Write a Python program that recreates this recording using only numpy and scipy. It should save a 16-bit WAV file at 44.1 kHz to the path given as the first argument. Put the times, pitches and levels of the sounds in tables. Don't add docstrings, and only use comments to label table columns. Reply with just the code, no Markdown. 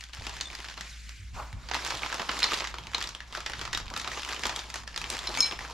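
import sys
import numpy as np
from scipy import signal
from scipy.fft import rfft, irfft, next_fast_len
from scipy.io import wavfile
from scipy.ndimage import uniform_filter1d, map_coordinates

SR = 44100
rng = np.random.default_rng(int(sys.argv[2]) if len(sys.argv) > 2 else 0)


def waveform_to_disk(signal):
    frames = np.transpose(np.atleast_2d(signal))
    scaled = np.clip(frames, -1, 1) * 32767
    samples = np.round(scaled).astype(np.int16)
    wavfile.write(sys.argv[1], SR, samples)


N = 252693

# time in seconds, relative level in dB.
HUM_LEVEL = [(0.0, -51), (0.05, -50.5), (0.17, -46.5), (0.61, -51), (1.13, -43), (1.2, -52), (1.26, -43),
             (2.23, -51.5), (2.36, -46), (2.59, -57), (2.66, -45), (2.86, -51), (5.67, -50.5), (5.73, -48)]
# frequency in Hz, density in dB per Hz.
RUMBLE_SPECTRUM = [(15, -7), (34, -5), (48, 5.5), (75, -13), (105, -3.5), (150, -10), (215, -13.5),
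                   (260, -18.5), (400, -29.5), (800, -70)]
# frequency in Hz, likeness from 0 to 1.
RUMBLE_LIKENESS = [(40, 0.93), (110, 0.74), (300, 0.65)]
# time in seconds, rustle level in dB, level of the body of large folds in dB.
GESTURES = [
    [(0, -50, -66), (.125, -60, -74), (.135, -47, -61.5), (.348, -49, -53), (.5, -47.5, -55.5),
     (.71, -49, -56), (.87, -46, -59)],
    [(.88, -46, -62), (.97, -51, -79), (1.118, -50.5, -97), (1.33, -59, -71)],
    [(1.345, -49.5, -52), (1.4, -49, -40), (1.512, -55.5, -56.5), (1.558, -61.5, -59), (1.7, -47.5, -54)],
    [(1.712, -56, -59), (1.752, -37, -46), (1.814, -44.5, -49), (1.896, -37.5, -42.5),
     (2.054, -42.5, -44.5), (2.206, -41, -42), (2.55, -38.5, -44), (2.708, -45.5, -47), (2.77, -55, -59.5),
     (2.996, -46.5, -49.5), (3.158, -56, -55.5), (3.33, -56, -62)],
    [(3.34, -48, -64), (3.41, -54, -59), (3.56, -47.5, -48.5), (3.8, -54.5, -53), (4.07, -43, -47),
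     (4.44, -40.5, -42.5), (4.68, -48, -50), (4.95, -53.5, -59.5)],
    [(4.98, -50.5, -60), (5.12, -38, -40.5), (5.2, -43, -46.5), (5.46, -39.5, -41.5), (5.58, -48.5, -50),
     (5.73, -47, -47)],
]
# time in seconds, crispness (1 film crinkles, 0 plate slides on the mat).
CRISPNESS = [(0, 1), (.82, 1), (.9, .15), (1.62, .15), (1.7, 1), (5.73, 1)]
# time in seconds, left over right in dB.
HANDS_PAN = [(0.0, 0), (1.6, -0.5), (1.72, -2.0), (2.65, -1), (5.51, 0), (5.73, -1.0)]
# frequency in Hz, density in dB per Hz.
FILM_SPECTRUM = [(300, -35), (900, -11), (1600, -3.5), (3000, -4), (5300, -6), (7600, -13), (8300, -50),
                 (11000, -82)]
FOLDS_SPECTRUM = [(120, -14), (300, -2), (600, -3), (950, 3), (1300, -0.5), (2000, -36)]
SHEEN_SPECTRUM = [(6000, -7), (8000, 0), (10500, -4), (13000, -11), (14200, -19.5), (15000, -57),
                  (15700, -50)]
SLIDE_SPECTRUM = [(900, -22), (1500, -7.5), (2350, -2.5), (3100, -7), (5500, -9), (7600, -12), (8300, -34),
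                  (11000, -68)]
SCUFF_SPECTRUM = [(300, -15), (600, -5.5), (950, 0), (1500, -4), (2200, -35.5)]
# frequency in Hz, likeness from 0 to 1.
FILM_LIKENESS = [(60, .9), (250, .94), (1000, .9), (3000, .87), (7000, .66), (12000, .4)]
# onset in seconds,
# relative level in dB, panel pitch in Hz, body relative to level in dB, sharpness in dB.
SNAP_EVENTS = [(0.008, -29, 2600, -42, -9), (0.038, -28.5, 3340, -47, -11), (0.133, -28.5, 2680, -25, -20),
               (0.249, -32, 3200, -23, -16), (0.267, -21, 2750, -11, -15), (0.294, -27.5, 1020, -10, -15),
               (0.402, -27, 1940, -18, -26), (0.41, -14.5, 4100, -29, -13), (0.501, -29, 2420, -21, -20),
               (0.53, -30, 1900, -31, -17), (0.55, -27.5, 2330, -28, -10), (0.587, -31, 1920, -29, -28),
               (0.644, -25.5, 1690, -23, -21), (0.685, -28, 2920, -17, -21), (0.698, -29, 1760, -18, -17),
               (0.776, -28, 1350, -10, -29), (0.809, -22, 1770, -23, -11), (1.092, -30.5, 2320, -33, -6),
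               (1.528, -30.5, 2230, -15, -16), (1.687, -26.5, 4620, -12, -27),
               (1.713, -18.5, 960, -11, -27), (1.736, -17.5, 1630, -23, -25),
               (1.744, -14, 1610, -20, -17.5), (1.75, -17.5, 942, -11, -38), (1.764, -22, 940, -15, -26),
               (1.792, -29, 1420, -18, -28), (1.809, -33, 912, 0, -19), (1.848, -22, 1000, -17, -4),
               (1.863, -19.5, 899, -17, -19), (1.905, -16.5, 1580, -14, -19),
               (1.951, -21.5, 3340, -28, -12), (2.019, -25.5, 1250, -8, -37), (2.033, -16, 2200, -10, -51),
               (2.047, -26, 910, -8, -33), (2.061, -21, 902, -14, -29), (2.1, -25, 1410, -14, -30),
               (2.126, -19, 1370, -13, -22), (2.143, -21.5, 910, -10, -11), (2.181, -27, 1040, -12, -31),
               (2.196, -18, 1500, -11, -35), (2.218, -24, 993, -11, -24), (2.291, -16, 950, -9.5, -41),
               (2.315, -19.5, 1490, -17, -20), (2.376, -31, 4300, -24, -16), (2.39, -24, 4050, -31, -2),
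               (2.402, -22, 4530, -19, -12), (2.422, -17, 1480, -22, -33), (2.429, -11, 4320, -24, -32),
               (2.441, -8.5, 4410, -22, -22), (2.48, -26, 4090, -13, -22), (2.518, -16.5, 1380, -22, -29),
               (2.533, -14.5, 3330, -19, -22), (2.54, -16.5, 4150, -17, -13),
               (2.581, -26.5, 2150, -10, -18), (2.605, -18.5, 1150, -12, -38), (2.62, -22, 1070, -9, -39),
               (2.642, -21.5, 1090, -18, -21), (2.649, -22.5, 2030, -20, -25), (2.672, -21, 1300, -21, -15),
               (2.741, -21, 953, -10.5, -27), (2.784, -23, 3500, -10, -20), (2.836, -33, 2690, -17, -20),
               (2.869, -26, 2650, -20, -20), (2.934, -24, 2000, -17, -28), (2.946, -11.5, 3800, -17, -25.5),
               (2.981, -19.5, 1140, -11.5, -18), (3.005, -24, 4600, -20, -17),
               (3.012, -20.5, 1930, -27, -22), (3.025, -18.5, 3350, -28, -9), (3.04, -23, 3650, -24, -13),
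               (3.073, -22, 5110, -22, -18), (3.09, -24.5, 956, -28, -10), (3.149, -22.5, 3320, -18.5, -19),
               (3.204, -23.5, 1740, -37, -27), (3.325, -26.5, 950, -11, -18), (3.35, -18.5, 1500, -20, -27),
               (3.373, -25.5, 960, -4, -20), (3.404, -23, 910, -18, -17), (3.462, -15.5, 2170, -24, -21),
               (3.497, -22.5, 1790, -12, -15), (3.534, -20, 1660, -26, -26), (3.593, -28, 2870, -16, -22),
               (3.613, -21, 1030, -14.5, -17), (3.652, -23, 1330, -15, -21), (3.676, -23.5, 1210, -15, -26),
               (3.73, -16.5, 1650, -34, -14), (3.734, -21, 1740, -23, -18), (3.748, -15, 3630, -20, -21),
               (3.774, -18, 1130, -23, -10), (3.8, -26, 1210, -8, -16), (3.88, -26, 3880, -28, -33),
               (3.901, -26.5, 1240, -28, -15), (3.938, -23, 1720, -30, -17), (3.963, -18.5, 1310, -18, -18),
               (3.975, -23, 2560, -25, -3), (3.997, -21, 4050, -31, -14), (4.015, -28, 4790, -11, -2),
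               (4.045, -22.5, 990, -23, -25), (4.075, -20, 1240, -12, -22), (4.116, -26, 2000, -16, -23),
               (4.173, -27, 915, -9, -25), (4.232, -20.5, 2750, -25, -20), (4.248, -22, 2830, -30, -16),
               (4.289, -22.5, 1870, -19, -12), (4.331, -21, 1180, -30, -21), (4.345, -25.5, 2580, -27, -12),
               (4.363, -25, 3060, -33, -29), (4.435, -14.5, 2340, -32, -23),
               (4.454, -14.5, 1380, -9.5, -20), (4.467, -18, 970, -12.5, -6), (4.494, -17, 930, -17, -20),
               (4.561, -18.5, 3170, -25, -9), (4.591, -21.5, 3690, -26, -23),
               (4.701, -25.5, 1020, -22, -11), (4.741, -21.5, 1770, -15.5, -9),
               (4.757, -22.5, 977, -15, -9), (4.876, -22, 1780, -21, -18.5), (4.943, -29.5, 1840, -36, -23),
               (4.961, -18.5, 4560, -22, -20), (4.976, -17, 3600, -19, -9),
               (5.015, -22.5, 2450, -14.5, -14), (5.041, -18, 3250, -21, -24),
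               (5.101, -18.5, 3960, -26, -2), (5.126, -26, 1700, -17, -26), (5.179, -27, 2990, -20, -11),
               (5.19, -21.5, 3530, -20, -9), (5.271, -20.5, 5310, -21, -23), (5.349, -20.5, 3560, -18, -21),
               (5.373, -15, 2440, -16, -13), (5.405, -15, 5230, -34, -3), (5.511, -21, 5300, -15, -33),
               (5.522, -22, 2790, -8.5, -21), (5.59, -22.5, 2000, -13.5, -21), (5.607, -24, 2030, -21, -29),
               (5.649, -27.5, 1550, -10, -37)]
# start in seconds, relative level in dB, pitch in Hz, t60 in seconds.
BENCH_THUDS = [(0.187, -21.5, 93, 0.064), (0.801, -40.5, 195, 0.12), (1.19, -37.5, 94.5, 0.46),
               (1.332, -23, 91, 0.06), (1.531, -20.5, 93, 0.089), (1.929, -35.5, 114, 0.14),
               (2.2, -33, 176, 0.075), (2.8, -35, 115, 0.1), (2.94, -39, 130, 0.072),
               (4.448, -29, 258, 0.04), (5.0, -35, 120, 0.085)]
METAL_MODES = {"2.3": [(2300, -1.5)], "3.5": [(3550, -2), (8350, -11)], "4.1": [(4072, -4), (4330, -16),
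               (8690, -25)], "5.2": [(5235, -4.5), (5310, -7), (10870, -23), (13000, -35)],
               "6.6": [(6565, -0.5), (6620, -10), (8690, -10.5)]}
# start in seconds, relative level in dB, mode family woken,
# t60 of its lowest mode in seconds.
METAL_KNOCKS = [(.455, -31, "3.5", .05), (.47, -33.5, "3.5", .09), (2.430, -11, "4.1", .053),
                (2.430, -12.5, "5.2", 0.036), (2.471, -25, "4.1", .06), (2.948, -8, "4.1", 0.015),
                (5.272, -32.5, "2.3", 0.06), (5.273, -22.5, "4.1", 0.058), (5.271, -22, "5.2", 0.044),
                (5.379, -27, "2.3", 0.13), (5.386, -24, "5.2", 0.06), (5.386, -28, "6.6", 0.079),
                (5.404, -1, "5.2", 0.022), (5.404, -19, "6.6", 0.028), (5.413, -22, "5.2", 0.19),
                (5.424, -27, "2.3", 0.26), (5.424, -15, "4.1", 0.12), (5.423, -19.5, "5.2", 0.14),
                (5.424, -27.5, "6.6", 0.11), (5.442, -25, "5.2", 0.064), (5.459, -24, "5.2", 0.2),
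                (5.47, -32, "5.2", .35), (5.460, -39, "6.6", 0.24)]
# frequency in Hz, t60 in seconds.
ROOM_T60 = [(200, 0.084), (2000, 0.34), (10000, 0.18)]
# frequency in Hz, left over right in dB.
CHANNEL_TILT = [(300, -0.5), (3000, 0.5), (6000, 1), (9000, 3.5), (14000, 2)]

HUM_HZ = 58.8
RUMBLE_DB = -53.5
SHAKE_DB, SHAKE_T60_S = -15.5, 0.29
SHEEN_CRISP_DB, SHEEN_SLIDING_DB = -14.5, -8
SHEEN_GROWTH_DB_PER_DB = 0.084
HISS_DB = -76
SMALL_PER_S, SMALL_DB, SMALL_SCATTER_DB = 24, 11.5, -0.5
PANEL_HZ, PANEL_SCATTER_OCTAVES = 2000, 0.57
BODY_DB, BODY_DB_PER_OCTAVE = -16.5, -6
SHARP_DB, COLOUR_SCATTER_DB = -20.5, 4
SNAP_SHEEN_DB, SHEEN_PER_SHARPNESS = -4, 0.71
SNAP_PAN_DB, SNAP_PAN_SCATTER_DB = -0.5, 1
BUCKLE_S = .001
MODE_DAMPING_POWER = 0.88
LEFT_LAG_S, TOP_HZ = 1.5e-5, 15650


def amp(db):
    return 10 ** (np.asarray(db) / 20)


def unit(x):
    return x / np.sqrt(np.mean(x ** 2) + 1e-20)


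def along(points, hz):
    f, v = np.transpose(points)
    return np.interp(np.log(hz + 1), np.log(f + 1), v)


def curves(rows):
    s, *cols = np.transpose(rows)
    return [np.interp(np.arange(N) / SR, s, c) for c in cols]


def wobble(knots_per_s, count=N):
    knots = rng.standard_normal(int(count * knots_per_s / SR) + 4)
    return map_coordinates(knots, [np.arange(count) * knots_per_s / SR])


def filtered(x, response):
    m = next_fast_len(N + 8192)
    return irfft(rfft(x, m) * response(np.fft.rfftfreq(m, 1 / SR)), m)[..., :N]


def mix_angle(likeness, hz):
    return np.arccos(np.clip(along(likeness, hz), -1, 1)) / 2


def spread(pair, spectrum, likeness):
    def response(hz):
        angle = mix_angle(likeness, hz)
        return amp(along(spectrum, hz)) * [np.cos(angle), np.sin(angle)]
    mid, side = filtered(pair, response)
    return unit(np.array([mid + side, mid - side]))


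def sides(pan_db):
    return amp(np.array([pan_db, -pan_db]) / 2)


def place(rows, times_s):
    starts = np.round(np.asarray(times_s) * SR).astype(int)
    at = (starts[:, None] + np.arange(rows.shape[-1])).ravel()
    return np.array([np.bincount(at, r.ravel(), N + SR)[:N] for r in rows])


def hum():
    level_db, = curves(HUM_LEVEL)
    turns = np.cumsum(HUM_HZ + 2.6 * wobble(16)) / SR
    phase = np.outer([1, -1], 0.18 * wobble(9.2))
    tone = amp(level_db + 3.0 + .9 * wobble(12)) * np.sin(2 * np.pi * turns + phase)
    thud_s, thud_db = np.transpose(BENCH_THUDS)[:2, :, None]
    t = np.arange(SR // 2) / SR
    swells = amp(thud_db + SHAKE_DB - 60 * t / SHAKE_T60_S) * (1 - np.exp(-t / 0.031))
    shake = place(swells[None], thud_s[:, 0])
    rumble = spread(rng.standard_normal((2, N)), RUMBLE_SPECTRUM, RUMBLE_LIKENESS)
    return tone + (amp(RUMBLE_DB + 2.9 * wobble(2.7)) + shake) * rumble


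def ticking(per_s, scatter_db, t60_s, hiss_db):
    sizes = (rng.random(N) < per_s / SR) * amp(scatter_db * rng.standard_normal(N))
    ticks = signal.lfilter([1], [1, -amp(-60 / (t60_s * SR))], uniform_filter1d(sizes, size=40))
    return np.sqrt(unit(ticks) ** 2 + amp(hiss_db) ** 2)


def patchy_noise(depth_db=2.5):
    z = signal.stft(rng.standard_normal((2, N)), nperseg=256)[2]
    field = uniform_filter1d(rng.standard_normal(z.shape[1:]), size=5, axis=0)
    field = uniform_filter1d(field, size=4, axis=1)
    return signal.istft(z * amp(depth_db * unit(field)), nperseg=256)[1][:, :N]


def rustle():
    film_db, folds_db = curves(np.concatenate(GESTURES))
    pan_db, = curves(HANDS_PAN)
    crisp, = curves(CRISPNESS)
    smooth = np.sqrt(1 - crisp ** 2)
    fine = ticking(per_s=170, scatter_db=5, t60_s=0.0049, hiss_db=2.5)
    fine = (fine * amp(2.57 * wobble(24.856))) ** crisp
    coarse = ticking(per_s=230, scatter_db=8.5, t60_s=0.088, hiss_db=-2.5) ** crisp * np.sqrt(fine)

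    film = crisp * spread(patchy_noise() * fine, FILM_SPECTRUM, FILM_LIKENESS)
    film += smooth * spread(patchy_noise(), SLIDE_SPECTRUM, FILM_LIKENESS)
    folds = crisp * spread(patchy_noise() * coarse, FOLDS_SPECTRUM, FILM_LIKENESS)
    folds += smooth * spread(patchy_noise(), SCUFF_SPECTRUM, FILM_LIKENESS)
    crisp_sheen_db = SHEEN_CRISP_DB + SHEEN_GROWTH_DB_PER_DB * (film_db + 46)
    sheen_db = film_db + crisp * crisp_sheen_db + (1 - crisp) * SHEEN_SLIDING_DB
    sheen = spread(patchy_noise() * fine, SHEEN_SPECTRUM, FILM_LIKENESS)
    hiss = amp(HISS_DB) * spread(patchy_noise(), SHEEN_SPECTRUM, FILM_LIKENESS)
    handled = amp(film_db) * film + amp(folds_db) * folds + amp(sheen_db) * sheen
    return handled * sides(pan_db) + hiss


def small_snaps(count):
    s = rng.random(count) * (N / SR - .1) + .01
    size, octaves, body, sharp = rng.standard_normal((count, 4)).T
    at = (s * SR).astype(int)
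    rustle_db = curves(np.concatenate(GESTURES))[0][at]
    crisp = curves(CRISPNESS)[0][at]
    db = rustle_db + SMALL_DB + SMALL_SCATTER_DB * size + 20 * np.log10(crisp)
    octaves = PANEL_SCATTER_OCTAVES * octaves
    body_db = BODY_DB + BODY_DB_PER_OCTAVE * octaves + COLOUR_SCATTER_DB * body
    return np.transpose([s, db, PANEL_HZ * 2 ** octaves, body_db, SHARP_DB + COLOUR_SCATTER_DB * sharp])


def snaps():
    events = np.concatenate([SNAP_EVENTS, small_snaps(count=int(SMALL_PER_S * N / SR))])
    s, db, panel_hz, body_db, sharp_db = events.T[..., None]
    sheen_db = SNAP_SHEEN_DB + SHEEN_PER_SHARPNESS * sharp_db
    pan_db = curves(HANDS_PAN)[0][(s * SR).astype(int)]
    pan_db = pan_db + SNAP_PAN_DB + SNAP_PAN_SCATTER_DB * rng.standard_normal(s.shape)

    lead_s = .006
    t, hz = np.arange(4096) / SR - lead_s, np.fft.rfftfreq(4096, 1 / SR)
    angle = mix_angle(FILM_LIKENESS, hz)
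    mid, side = rfft(rng.standard_normal((len(s), 2, 4096))).transpose(1, 0, 2)
    mid, side = np.cos(angle) * mid, np.sin(angle) * side
    white = np.array([mid + side, mid - side])
    after = np.maximum(t, 0)
    creak = np.exp(np.minimum(t, 0) / 0.00063)
    crack = amp(-8.0 - 60 * after / 0.0046)
    echo_tail = amp(-22 - 60 * after / 0.18)

    def burst(colour, peak_db, t60_s, resonance=1):
        ringing = irfft(white * colour * resonance) * (amp(-60 * after / t60_s) + crack)
        x = (ringing + irfft(white * colour) * echo_tail) * creak
        return x / np.abs(x).max(axis=-1).mean(axis=0)[:, None] * amp(peak_db)

    detuning = (hz ** 2 - panel_hz ** 2) / (hz * panel_hz * 0.083 + 1)
    panel = 0.22 + 1 / np.sqrt(1 + detuning ** 2)
    edge = amp((sharp_db + 17.5) * np.clip(np.log2(hz / 3200 + 1e-9) / 1.97, 0, 1))
    rows = burst(edge * amp(along(FILM_SPECTRUM, hz)), db - 2.0, t60_s=0.018, resonance=panel)
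    rows += burst(amp(along(FOLDS_SPECTRUM, hz)), db + body_db - 1.5, t60_s=0.087)
    rows += burst(amp(along(SHEEN_SPECTRUM, hz)), db + sheen_db + 0.5, t60_s=0.008)
    return place(rows * sides(pan_db), s[:, 0] + BUCKLE_S - lead_s)


def thuds():
    s, db, hz, t60_s = np.transpose(BENCH_THUDS)[..., None]
    t = np.arange(SR // 3) / SR
    rows = amp(db - 60 * t / t60_s) * np.sin(2 * np.pi * hz * t) * (1 - np.exp(-t / 0.014))
    return place(rows[None], s[:, 0]) * sides(-1.7)[:, None]


def clinks():
    t = np.arange(SR // 3) / SR
    rows = []
    for _, db, family, t60_s in METAL_KNOCKS:
        lowest_hz = METAL_MODES[family][0][0]
        ring = 0
        for hz, mode_db in METAL_MODES[family]:
            decay_db = 60 * t / t60_s * (hz / lowest_hz) ** MODE_DAMPING_POWER
            level = amp(db + mode_db + 1.6 * wobble(112, count=len(t)) - decay_db)
            ring = ring + level * np.sin(2 * np.pi * (hz * t + rng.random()))
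        rows.append(ring * (1 - np.exp(-t / 0.00085)))
    return place(np.array(rows)[None], [knock[0] for knock in METAL_KNOCKS]) * sides(.4)[:, None]


def room(x):
    hz, t, z = signal.stft(rng.standard_normal((2, SR // 3)), SR, nperseg=256)
    decay = amp(-60 * t / along(ROOM_T60, hz)[:, None])
    both, apart = signal.istft(z * decay, SR, nperseg=256)[1]
    tail = np.array([both + 0.59 * apart, both - 0.46 * apart])
    delayed = np.pad(x, (200, 0))
    return signal.fftconvolve(delayed[None], tail / np.linalg.norm(tail[0]), axes=1)[:, :N]


def scene():
    film, metal = snaps(), clinks()
    echo = room((amp(-8.5) * film + amp(-13.0) * metal).mean(axis=0))
    return hum() + rustle() + film + thuds() + metal + echo


def record(dry):
    half = np.array([[1], [-1]]) / 2

    def response(hz):
        lag = np.exp(-2j * np.pi * hz * half * LEFT_LAG_S)
        return amp(half * along(CHANNEL_TILT, hz)) * lag * (hz < TOP_HZ)
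    return filtered(dry, response)


dry = scene()
out = record(dry)
waveform_to_disk(out)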